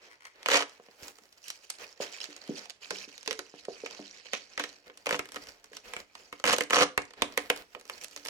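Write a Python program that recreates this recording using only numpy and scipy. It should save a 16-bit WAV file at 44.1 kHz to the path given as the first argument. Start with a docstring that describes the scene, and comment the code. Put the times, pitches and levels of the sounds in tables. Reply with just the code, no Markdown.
"""Masking tape is picked and pulled off a thick, hollow plastic shell in a workshop, close to the microphone.
The glue lets go in single snaps (a crack in the tape and a pluck of the shell) and in short stick-slip
rips that drum on the shell. Between pulls, fingers bump the plastic as ringing dents, rub tape and
masking sheet as shaped noise and fine grains, and freed tape crumples in bursts of paper ticks.
Behind it lie a short room tail, a faint low rumble and one dull thump through the microphone housing."""
import sys
import numpy as np
from scipy import signal
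from scipy.fft import rfft, irfft, next_fast_len
from scipy.io import wavfile
from scipy.ndimage import uniform_filter1d

SR = 44100
rng = np.random.default_rng(int(sys.argv[2]) if len(sys.argv) > 2 else 0)


def wrap_up_sound(samples):
    """Save the sound to the file named by the first command line argument, as 16-bit audio."""
    columns = np.atleast_2d(samples).T
    # keep every value between -1 and 1, then stretch to whole-number steps
    tamed = np.clip(columns, -1, 1)
    steps = np.round(tamed * 32767).astype(np.int16)
    wavfile.write(sys.argv[1], SR, steps)


N = 365588
TIME = np.arange(N) / SR


def amp(db):
    """Amplitude factor for a level in dB."""
    return 10 ** (np.asarray(db) / 20)


def at_hz(points, hz):
    """Read a table on a log-frequency axis."""
    f, value = np.transpose(points)
    return np.interp(np.log(hz + 1), np.log(f), value)


def in_time(rows):
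    """The columns of a curve at every sample."""
    s, *columns = np.transpose(rows)
    return [np.interp(TIME, s, column) for column in columns]


def unit(x):
    """Scale to a mean power of one, summed over the last axis: unit energy per channel."""
    return x / np.sqrt(np.mean(np.sum(x ** 2, axis=-1)) + 1e-20)


def through(x, response):
    """Stereo convolution, cut to the length of x."""
    return signal.oaconvolve(np.atleast_2d(x), np.atleast_2d(response), axes=-1)[:, :x.shape[-1]]


def filtered(x, order, hz, kind="low"):
    """Butterworth filter."""
    return signal.sosfilt(signal.butter(order, hz, kind, fs=SR, output="sos"), x)


def split(x, hz):
    """Low and high halves of a crossover; they stay in phase."""
    return [filtered(filtered(x, 2, hz, side), 2, hz, side) for side in ("low", "high")]


def colour(spectrum, size=2048):
    """Causal (minimum-phase) response with this spectrum, by folding its cepstrum."""
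    hz = np.arange(size // 2 + 1) * SR / size
    cepstrum = irfft(np.log(amp(at_hz(spectrum, hz))))
    cepstrum[1:size // 2] *= 2
    cepstrum[size // 2 + 1:] = 0
    return unit(irfft(np.exp(rfft(cepstrum))))


def varied(spectrum, spread_db):
    """The same spectrum with each point shifted at random."""
    return [(hz, db + rng.normal(0, spread_db)) for hz, db in spectrum]


# likeness of the two microphone ports: f/Hz, correlation/1
PORT_LIKENESS = [(100, 0.55), (300, 0.84), (700, 0.9), (1400, 0.17), (3000, 0.0071)]


def diffuse(size):
    """Stereo noise, alike in the bass and unrelated in the treble."""
    padded = next_fast_len(size, True)
    mid, side = rfft(rng.standard_normal((2, padded)))
    alike = np.clip(at_hz(PORT_LIKENESS, np.linspace(0, SR / 2, len(mid))), -1, 1)
    common = np.sqrt((1 + alike) / 2) * mid
    opposed = np.sqrt((1 - alike) / 2) * side * [[1], [-1]]
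    return irfft(common + opposed, padded)[:, :size]


def dying(t60, size):
    """Envelope that falls 60 dB in t60 seconds."""
    return np.exp(-np.log(1000) * TIME[:size] / t60)


def ragged(size):
    """A gain that jumps every millisecond (44 samples)."""
    return np.repeat(amp(rng.normal(0, 5, size // 44 + 1)), 44)[:size]


def add(track, s, sound):
    """Mix a sound into a track at time s."""
    i = max(int(s * SR), 0)
    track[:, i:i + sound.shape[-1]] += sound[..., :max(N - i, 0)]


def slips(per_s, spread_db):
    """Random tiny releases of uneven size, rms 1."""
    excess = np.minimum(rng.exponential(1, N), 4)
    sizes = amp(spread_db * excess) * rng.choice([-1, 1], N)
    return unit(sizes * (rng.random(N) < per_s / SR)) * np.sqrt(N)


def rumble(level_db=-82, below_hz=130):
    """The faint low background of the workshop: low-passed noise."""
    return amp(level_db) * np.sqrt(N) * unit(filtered(diffuse(N), 2, below_hz))


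# how the walls colour the room tail: f/Hz, relative level/dB
WALL_COLOUR = [(60, 9), (300, 7.5), (6500, 1), (9000, 3), (16000, -24)]


def workshop(x, wet_db=-13, t60_s=0.23, build_s=0.00025, size=16000):
    """The room answers with a diffuse tail that builds up over the first reflections."""
    build_up = 1 - np.exp(-(TIME[:size] / build_s) ** 2)
    tail = unit(diffuse(size) * dying(t60_s, size) * build_up)
    return amp(wet_db) * through(x, through(tail, colour(WALL_COLOUR)))


# the hand jogs the microphone: t/s, level before the low-pass/dB
MICROPHONE_JOLTS = [(1.026, -41)]


def jolts(hz=62, t60=0.016, below_hz=220, size=6000):
    """A dull thump, a quickly damped low swing, reaches the microphone through its housing."""
    out = np.zeros((2, N))
    for s, db in MICROPHONE_JOLTS:
        add(out, s, amp(db) * np.cos(2 * np.pi * hz * TIME[:size]) * dying(t60, size))
    return filtered(out, 2, below_hz)


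# the place being worked on: t/s, give of the shell/1 (0 = rigid),
# crispness of the tape/dB, left-over-right balance of the tape/dB
WORKED_PLACE = [(.6, 0.18, -7.5, -0.5), (1.1, 0.43, 7.5, -2), (2.2, 0.19, -7, -2.5),
                (3.3, 0.65, -5.5, -3.5), (4.3, 0.62, -13.5, -3), (5.1, 0.83, 1, 0), (6.6, 0.81, -2, -1),
                (7.2, 1, -10, -1.5), (7.45, 0.76, 3.5, -0.5), (8.2, 0.68, 3, -4)]


def at_place(x, below_hz=310, middle_hz=1400, above_hz=7500):
    """Bass follows the give of the shell, top the crispness of the tape, treble balance where the tape is."""
    give, crisp_db, balance_db = in_time(WORKED_PLACE)
    bass, rest = split(x, below_hz)
    body, top = split(give * bass + rest, above_hz)
    shell, tape = split(body + amp(crisp_db) * top, middle_hz)
    return shell + tape * amp([balance_db / 2, -balance_db / 2])


def swell(t, length, attack_s=0.021, release_s=0.024):
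    """Envelope of one sliding movement, t seconds after its start: attack, hold, release."""
    return np.clip(t / attack_s, 0, 1) * np.exp(-np.clip((t - length) / release_s, 0, 30))


# fingertips catching on the masking sheet: start t/s, length t/s, force level/dB
SHEET_SCRAPES = [(0.093, 0.0085, -48), (0.201, 0.0076, -45), (0.24, 0.019, -47.5)]


def scrapes(low_hz=1400, high_hz=2250):
    """Skin chatters on the taut sheet in tiny slips, which the sheet answers in a narrow band."""
    force = sum(amp(db) * swell(TIME - start, length) for start, length, db in SHEET_SCRAPES)
    sheet = filtered(diffuse(size=900) * dying(0.019, size=900), 1, [low_hz, high_hz], "band")
    return through(force * slips(per_s=350, spread_db=3), unit(sheet))


# fingers sliding: start t/s, length t/s, hiss drive of the tape level/dB, murmur drive of the shell level/dB
FINGER_STROKES = [(0.0, 0.085, -63.5, -57), (0.332, 0.25, -86, -57), (0.662, 0.092, -62, -60.5),
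                  (0.973, 0.13, -62.5, -55), (1.413, 0.12, -53.5, -85), (1.606, 0.31, -59, -98),
                  (1.78, 0.063, -48.5, -44), (1.998, 0.043, -38, -40), (2.007, 0.63, -54.5, -54.5),
                  (2.109, 0.15, -48, -77), (2.543, 0.044, -44, -72), (2.8, 0.24, -48.5, -56.5),
                  (3.067, 0.49, -57, -68), (3.571, 0.023, -51, -64), (3.675, 0.78, -54, -63.5),
                  (3.885, 0.14, -54.5, -54.5), (4.456, 0.29, -57.5, -61.5), (4.853, 0.033, -91, -58),
                  (5.21, 0.33, -60.5, -58), (5.709, 0.082, -59, -63), (5.831, 0.16, -57.5, -50),
                  (6.14, 0.25, -59.5, -62.5), (7.156, 0.46, -75, -52), (7.877, 0.17, -57, -56.5),
                  (8.081, 0.33, -60, -61)]


def sliding(uneven_db=3, catches_per_s=45, resting_hiss_db=-70, resting_murmur_db=-65):
    """Drive of hiss and murmur: stroke powers add to a resting motion, and the skin grips unevenly."""
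    # the hands never lie quite still
    power = np.ones((2, N)) * amp([[resting_hiss_db], [resting_murmur_db]]) ** 2
    for start, length, hiss_db, murmur_db in FINGER_STROKES:
        stroke = amp([[hiss_db], [murmur_db]]) * swell(TIME[:SR], length)
        add(power, start, stroke ** 2)
    grip = np.interp(TIME * catches_per_s, np.arange(1000), rng.standard_normal(1000))
    return np.sqrt(power) * amp(uneven_db * grip)


# colour of crumpling paper: f/Hz, relative level per Hz/dB
PAPER_COLOUR = [(200, -15), (1000, -11), (2400, 4.5), (3600, 0.5), (6000, -1), (7800, -12.5),
                (15000, -20.5)]


def creases(per_s, spread_db, count=3, flip_t60=0.006, size=300):
    """Creases of the paper flip at random; each is a dry, broad tick with one of a few colours. rms 1."""
    out = np.zeros((2, N))
    for _ in range(count):
        tint = colour(varied(PAPER_COLOUR, 2))
        flip = unit(through(diffuse(size) * dying(flip_t60, size), tint))
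        out += through(slips(per_s / count, spread_db), flip)
    return np.sqrt(N) * unit(out)


def crinkles(clusters_per_s=70, cluster_db=3.5):
    """The paper crackles in uneven clusters under a sliding finger. rms 1."""
    wander = np.clip(rng.standard_normal(1000), -2, 2)
    cluster = amp(cluster_db * np.interp(TIME * clusters_per_s, np.arange(1000), wander))
    return np.sqrt(N) * unit(cluster * creases(per_s=900, spread_db=3))


def patchy(x, patchy_db=4, size=256):
    """Each band flickers on its own, as the contact keeps moving over new fibres."""
    bands = signal.stft(x, nperseg=size)[2]
    wander = rng.standard_normal(bands.shape[1:])
    for axis in (0, 1):
        wander = uniform_filter1d(wander, size=4, axis=axis)
    gain = amp(patchy_db * wander / wander.std())
    flickering = bands * gain / np.sqrt(np.mean(gain ** 2))
    return signal.istft(flickering, nperseg=size)[1][:, :N]


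# hiss of the tape: f/Hz, relative level per Hz/dB
TAPE_HISS = [(300, -30), (1500, -6.5), (2800, 1), (4200, 12), (6300, 15.5), (7800, 6.5), (11000, 2.5),
             (15500, -40)]
# murmur of the shell: f/Hz, relative level per Hz/dB
SHELL_MURMUR = [(25, 9), (60, 0.5), (140, -4), (280, 5), (480, 5), (650, 3), (1200, -0.5), (2100, 1.5),
                (3500, -5), (8000, -17.5)]


def rubbing(tape, shell, hiss_db=-8, grain_db=-6, murmur_db=-1, drag_grain_db=-3):
    """Skin slides over crepe paper: a fine hiss with clusters of crinkles, and the shell murmurs along."""
    scatter = unit(diffuse(size=300) * dying(0.0057, size=300))
    grains = through(slips(per_s=300, spread_db=4.5), scatter)
    friction = tape * (amp(hiss_db) * diffuse(N) + amp(grain_db) * grains)
    drag = shell * amp(murmur_db) * (diffuse(N) + amp(drag_grain_db) * grains)
    paper = through(friction, colour(TAPE_HISS)) + tape * crinkles()
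    return patchy(paper) + through(drag, colour(SHELL_MURMUR))


# loosened tape crumples after a snap: t/s, starting level/dB, t60 t/s
TAPE_CRUMPLES = [(3.312, -39, 0.11), (4.334, -30, .16), (4.601, -35, 0.16), (4.638, -38, 0.082),
                 (5.362, -52, 0.056)]


def crumples():
    """Freed tape folds up in a dense run of creases that dies away."""
    force = np.zeros((2, N))
    for s, db, t60 in TAPE_CRUMPLES:
        add(force, s, amp(db) * dying(t60, size=16000))
    return force * creases(per_s=2500, spread_db=3)


# modes of the plastic shell: f/Hz, relative level/dB, t60 t/s
SHELL_MODES = [(288, -3, 0.072), (414, -9.5, 0.085), (501, 3, 0.045), (727, -11, 0.16), (1048, -4.5, 0.055),
               (1310, 0.5, 0.024), (1555, -6.5, 0.039), (1802, -2, 0.019), (1960, 7, 0.021),
               (2195, -1, 0.014), (2483, 3, 0.02), (2945, 10.5, 0.014)]
# dense waves in the shell panel: f/Hz, relative level per Hz/dB
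PANEL_COLOUR = [(30, -53), (85, -22), (150, -11.5), (270, 0.5), (380, -2), (510, 8), (660, -1), (950, 1.5),
                (1500, -2), (2300, 2), (3500, -7.5), (16000, -44.5)]


def shell_response(modes_db=-4, push_db=-5, panel_t60=0.041, flex_db=-5, flex_hz=1500, flex_t60=0.01,
                   size=6000):
    """One spot of the shell: a push, a quick flex of its own pitch, dense panel waves and ringing modes."""
    hz, db, t60 = np.transpose(SHELL_MODES)
    rings = np.sin(2 * np.pi * hz[:, None] * TIME[:size]) * dying(t60[:, None], size)
    # each spot excites the modes differently, more alike at both ports in the bass
    alike = np.clip(at_hz(PORT_LIKENESS, hz), 0, 1)
    shared, *own = rng.standard_normal((3, len(hz)))
    strength = np.sqrt(alike) * np.sign(shared) + np.sqrt(1 - alike) * np.array(own)
    modes = (amp(db) * strength) @ rings
    panel = unit(diffuse(size) * dying(panel_t60, size))
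    panel[:, 0] -= amp(push_db)
    panel = through(panel, colour(varied(PANEL_COLOUR, 2.5)))
    spot_hz = flex_hz * 2 ** rng.uniform(-.7, .7)
    flex = -np.cos(2 * np.pi * spot_hz * TIME[:size]) * dying(flex_t60, size)
    return unit(unit(panel) + amp(modes_db) * unit(modes) + amp(flex_db) * unit(flex))


# fingertips landing on the shell: t/s, relative level/dB, pitch of the dent f/Hz, its t60 t/s
FINGER_BUMPS = [(0.798, -40, 540, 0.004), (0.886, -43, 470, 0.005), (1.216, -57, 237, 0.018),
                (2.003, -24, 500, 0.009), (2.287, -44.5, 307, 0.051), (2.493, -22, 271, 0.028),
                (2.911, -47, 191, 0.46), (2.93, -36.5, 410, 0.034), (3.077, -44, 293, 0.015),
                (3.275, -34.5, 441, 0.36), (3.389, -34.5, 380, 0.035), (3.54, -33.5, 467, 0.0022),
                (3.684, -23, 490, 0.013), (3.836, -29, 465, 0.031), (3.993, -36.5, 610, 0.0096),
                (3.996, -35, 290, 0.039), (4.892, -48, 520, 0.14), (5.716, -46.5, 446.6, 0.023),
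                (7.765, -40.5, 534, 0.011)]
# slow ringing of the whole hollow body: f/Hz, relative level/dB, t60 t/s
BODY_MODES = [(200.6, -13.5, 0.45), (276, 6.5, 0.056), (398.5, -1.5, 0.19), (470.4, -0.5, 0.19),
              (655, -8, 0.1), (734, -9, 0.18)]


def bumps(level_db=1, rise_s=0.0011, shell_db=-6, rattle_db=-5, rattle_t60=0.21, body_db=-2, knock_db=-5,
          low_hz=160, size=16000):
    """A fingertip dents the shell, which swings, knocks and rings the whole body near the dent's pitch."""
    out, t = np.zeros((2, N)), TIME[:size]
    body_hz, mode_db, body_t60 = np.transpose(BODY_MODES)
    rings = np.sin(2 * np.pi * body_hz[:, None] * t) * dying(body_t60[:, None], size)
    count = len(body_hz)
    for s, db, hz, t60 in FINGER_BUMPS:
        swing = -np.sin(2 * np.pi * hz * t) * dying(t60, size) * (1 - np.exp(-t / rise_s))
        strength = amp(mode_db + rng.normal(0, 3, count)) * rng.choice([-1, 1], count)
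        body = unit(strength @ rings)
        rattle = unit(diffuse(size) * dying(rattle_t60, size))
        waves = amp(shell_db) * shell_response(size=size) + amp(rattle_db) * rattle + amp(body_db) * body
        knock = filtered(waves, 2, [hz / 1.47, hz * 1.57], "band")
        thud = unit(swing) + amp(knock_db) * unit(knock)
        add(out, s, amp(db + level_db) * thud / np.abs(thud).max())
    return filtered(out, 4, low_hz, "high")


# the first threads part up to LOADING_S ahead of a snap, most within THREAD_SPREAD_S of it
LOADING_S, THREAD_SPREAD_S = 0.006, 0.0013
# crack of the tape: f/Hz, relative level per Hz/dB
CRACK_COLOUR = [(40, -42), (100, -30), (500, -6), (1500, -1), (3000, 6.5), (6200, 6), (8000, 3.5),
                (11000, -3), (15500, -24.5)]


def crack(hz, threads_db=0, ring_t60=0.0044, ring_db=-5, splinter_t60=0.02, splinter_db=-4,
          flutter_t60=0.068, flutter_db=-11, flutter_hz=6200, size=2400):
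    """A sharp release after LOADING_S, a splutter of glue threads around it and swings of the taut tape."""
    splinter = diffuse(size) * ragged(size) * dying(splinter_t60, size)
    flutter = split(diffuse(size) * ragged(size) * dying(flutter_t60, size), flutter_hz)[0]
    burst = amp(splinter_db) * unit(splinter) + amp(flutter_db) * unit(flutter)
    burst[:, 0] -= 1
    lead = int(LOADING_S * SR)
    burst = np.pad(burst, [(0, 0), (lead, 0)])
    # a few threads part just before and after the main release
    offset = np.clip(rng.laplace(0, THREAD_SPREAD_S, size=6), -LOADING_S, LOADING_S)
    threads = np.zeros_like(burst)
    thread_at = ((LOADING_S + offset) * SR).astype(int)
    threads[:, thread_at] = diffuse(size=6) * np.exp(-np.abs(offset) / THREAD_SPREAD_S / 2)
    burst += amp(threads_db) * unit(threads)
    burst = through(burst, colour(varied(CRACK_COLOUR, 2.5)))
    ring = unit(np.cos(2 * np.pi * hz * TIME[:size]) * dying(ring_t60, size))
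    return unit(unit(burst) + amp(ring_db) * np.pad(ring, (lead, 0)))


def slip_crack(hz, size, dull_hz=8000):
    """The crack of one slip in a fast pull: dry, without a lead-in, and duller than a lone snap."""
    sharp = crack(hz, threads_db=-8, ring_db=-1, splinter_db=-6, flutter_db=-16, size=size)
    return filtered(sharp[:, int(LOADING_S * SR):], 2, dull_hz)


SLIPS_PER_S = 190   # mean rate at which the glue gives way in a pull


def jerks(size):
    """Grip of the glue in a pull: it gives way at uneven moments and the tearing fades until the next."""
    moments = np.cumsum(rng.uniform(.1, 1.9, size=80)) / SLIPS_PER_S
    last = np.searchsorted(moments, TIME[:size])
    since = TIME[:size] - np.append(0, moments)[last]
    strength = amp(rng.normal(0, 2.5, len(moments) + 1))
    gain = strength[last] * np.exp(-since * SLIPS_PER_S * 1.3)
    return moments, gain / np.sqrt(np.mean(gain ** 2))


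# fast pulls: start t/s, length t/s, peak force level/dB, build-up t/s
FAST_PULLS = [(0.454, 0.12, -20, 0.079), (0.563, 0.063, -28.5, 0.007), (5.061, 0.1, -36.5, 0.057),
              (6.444, 0.097, -24.5, 0.019), (6.714, 0.12, -21.5, 0.018), (6.816, 0.017, -23, 0.0034)]


def rips(shell_db=-8, tear_db=-10, stick_db=5, stick_crack_db=-4, ring_hz=2800, start_db=-20.5,
         release_s=0.0084, size=3000):
    """Glue sticks and slips; each slip frees a rasp of threads and rings a stretch of tape and shell spot."""
    out = np.zeros((2, N))
    rasp = slips(per_s=2500, spread_db=3)
    spots = []
    for hz in np.geomspace(ring_hz / 2, ring_hz * 2, 10):
        spot = amp(shell_db + stick_db) * shell_response(size=size)
        spots.append(spot + amp(stick_crack_db) * slip_crack(hz, size))
    for start, length, peak_db, build_s in FAST_PULLS:
        span = slice(int(start * SR), int(start * SR) + SR // 3)
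        t = TIME[span] - start
        # a pull starts start_db relative to its peak and stops within release_s
        build_up = amp(peak_db + start_db * np.clip(1 - t / build_s, 0, 1))
        force = build_up * np.clip(1 - (t - length) / release_s, 0, 1)
        moments, grip = jerks(len(t))
        fine = force * grip * rasp[span]
        tape = unit(through(diffuse(size=600) * dying(0.035, size=600), colour(TAPE_HISS)))
        add(out, start, amp(shell_db) * through(fine, shell_response()) + amp(tear_db) * through(fine, tape))
        for delay in moments[moments < length + release_s]:
            tug = np.interp(delay, t, force) * np.sqrt(SR / SLIPS_PER_S) * amp(rng.uniform(-5, 2))
            add(out, start + delay, tug * spots[rng.integers(len(spots))])
    return out


# glue snaps and tape crinkles that stand out: t/s, relative crack level/dB, relative shell level/dB
GLUE_SNAPS = [(0.2533, -40.5, -51), (0.43, -39.5, -49.5), (0.46, -25, -27), (0.4861, -23.5, -23.5),
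              (0.5015, -25.5, -26.5), (0.5164, -19.5, -23), (.5332, -27, -32), (0.5416, -25, -26),
              (0.55, -29, -30), (0.557, -28, -30.5), (0.5715, -20, -35.5), (0.592, -34, -32),
              (0.623, -32, -35), (0.6953, -45, -73), (0.799, -66, -56), (0.886, -71, -58),
              (1.0821, -38.5, -49.5), (1.186, -52.5, -54), (1.327, -49.5, -80), (1.483, -35.5, -74),
              (1.503, -27.5, -60), (1.7022, -25.5, -61), (2.1198, -47, -71), (2.1754, -43, -54),
              (2.204, -34, -72), (2.242, -29.5, -77), (2.365, -37.5, -64), (2.5877, -53, -71),
              (2.477, -43, -59), (2.657, -42, -52.5), (2.6978, -33.5, -55), (2.705, -35.5, -53),
              (2.9075, -25.5, -32), (2.9688, -40.5, -68), (3.0888, -50, -58.5), (3.1294, -49, -75),
              (3.1798, -37.5, -57), (3.23, -41, -55), (3.261, -39, -47), (3.2768, -22, -34.5),
              (3.3097, -23.5, -33.5), (3.392, -29, -37), (3.329, -31, -43), (3.6526, -38, -54),
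              (3.8615, -34.5, -36.5), (3.91, -37.5, -51), (3.949, -42, -55), (4.257, -45, -50),
              (4.3335, -25, -28.5), (4.577, -29, -30.5), (4.5969, -27.5, -27.5), (4.6388, -29, -34.5),
              (4.899, -67, -47), (4.9741, -41.5, -57), (5.06, -34, -36.5), (5.068, -30.5, -26),
              (5.0921, -31, -30.5), (5.1091, -28.5, -25.5), (5.1269, -45, -26.5), (5.1445, -48, -28.5),
              (5.1928, -29.5, -29), (5.2562, -45, -47), (5.2894, -44, -50.5), (5.3199, -39, -50),
              (5.345, -39, -46.5), (5.36, -36.5, -36), (5.367, -42, -37), (5.4387, -45.5, -56),
              (5.471, -42, -52.5), (5.643, -44, -55), (5.7326, -47, -48.5), (5.75, -50, -58),
              (5.7686, -33, -47), (5.936, -34.5, -36.5), (5.9656, -36.5, -35.5), (6.1531, -39, -46.5),
              (6.3272, -42, -37.5), (6.3993, -41, -47.5), (6.4407, -26, -22.5), (6.454, -28, -28),
              (6.4645, -26, -27.5), (6.4807, -27, -28), (6.493, -34, -27), (6.5285, -22, -33),
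              (6.534, -21.5, -24.5), (6.5644, -28, -42), (6.584, -23, -28.5), (6.6081, -24, -23.5),
              (6.622, -33, -58), (6.637, -32.5, -62), (6.7004, -32.5, -36.5), (6.7069, -25.5, -25.5),
              (6.7316, -34, -19.5), (6.767, -38, -20.5), (6.8128, -42, -21), (6.8199, -25.5, -24),
              (6.9772, -22.5, -21), (7.0195, -39, -48), (7.053, -45.5, -59), (7.1076, -47, -51.5),
              (7.1364, -44, -51.5), (7.2211, -17.5, -21.5), (7.244, -43, -48), (7.324, -43.5, -54),
              (7.3762, -21.5, -22.5), (7.5011, -23, -19.5), (7.562, -38.5, -46), (7.575, -40.5, -50),
              (7.7495, -70, -39), (7.7976, -51.5, -56.5), (7.812, -49, -54.5), (7.854, -49, -57),
              (7.8781, -50, -75), (7.8978, -37.5, -36), (8.037, -38.5, -65), (8.045, -34, -61),
              (8.0828, -47, -65), (8.1117, -48.5, -62), (8.163, -33.5, -45), (8.175, -42, -49.5),
              (8.252, -34, -47), (8.26, -38, -40.5), (8.271, -36, -51), (8.2853, -31, -41)]


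def snaps(crack_db=19.5, shell_db=26.5, edge_db=8.0, stuck_hz=2400, free_hz=5900, stuck_db=-3, free_db=10):
    """Each release cracks the tape and plucks the shell; free tape hardly moves the shell and rings higher."""
    out = np.zeros((2, N))
    for s, tape_db, pluck_db in GLUE_SNAPS:
        hz = np.interp(tape_db - pluck_db, [stuck_db, free_db], [stuck_hz, free_hz])
        hz *= np.exp(rng.normal(0, .1))
        # a hard snap parts all at once with a sharp edge, a light one thread by thread
        hardness = np.interp(tape_db, [-30, -21], [0, 1])
        add(out, s - LOADING_S, amp(tape_db + crack_db) * crack(hz, threads_db=-6 * hardness))
        add(out, s, hardness * amp(tape_db + edge_db) * np.array([-1, 0, 1 / 2]))
        add(out, s, amp(pluck_db + shell_db) * shell_response(size=4000))
    return out


def scene(left_db=-1.5, right_db=0.0, right_lead=7):
    """The work lies a little to the right, which is louder and leads by right_lead samples."""
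    tape, shell = sliding()
    worked = at_place(snaps() + rips() + rubbing(tape, shell) + crumples())
    near = worked + bumps() + scrapes()
    left, right = near + workshop(near) + rumble() + jolts()
    left = np.pad(left, (right_lead, 0))[:N]
    return np.array([amp(left_db) * left, amp(right_db) * right])


def record(dry, low_hz=45, cutoff_hz=16500):
    """The microphone loses the deep bass; the top is cut steeply."""
    dry = filtered(dry, 2, low_hz, "high")
    return signal.sosfilt(signal.ellip(10, .1, 70, cutoff_hz, fs=SR, output="sos"), dry)


dry = scene()
out = record(dry)
wrap_up_sound(out)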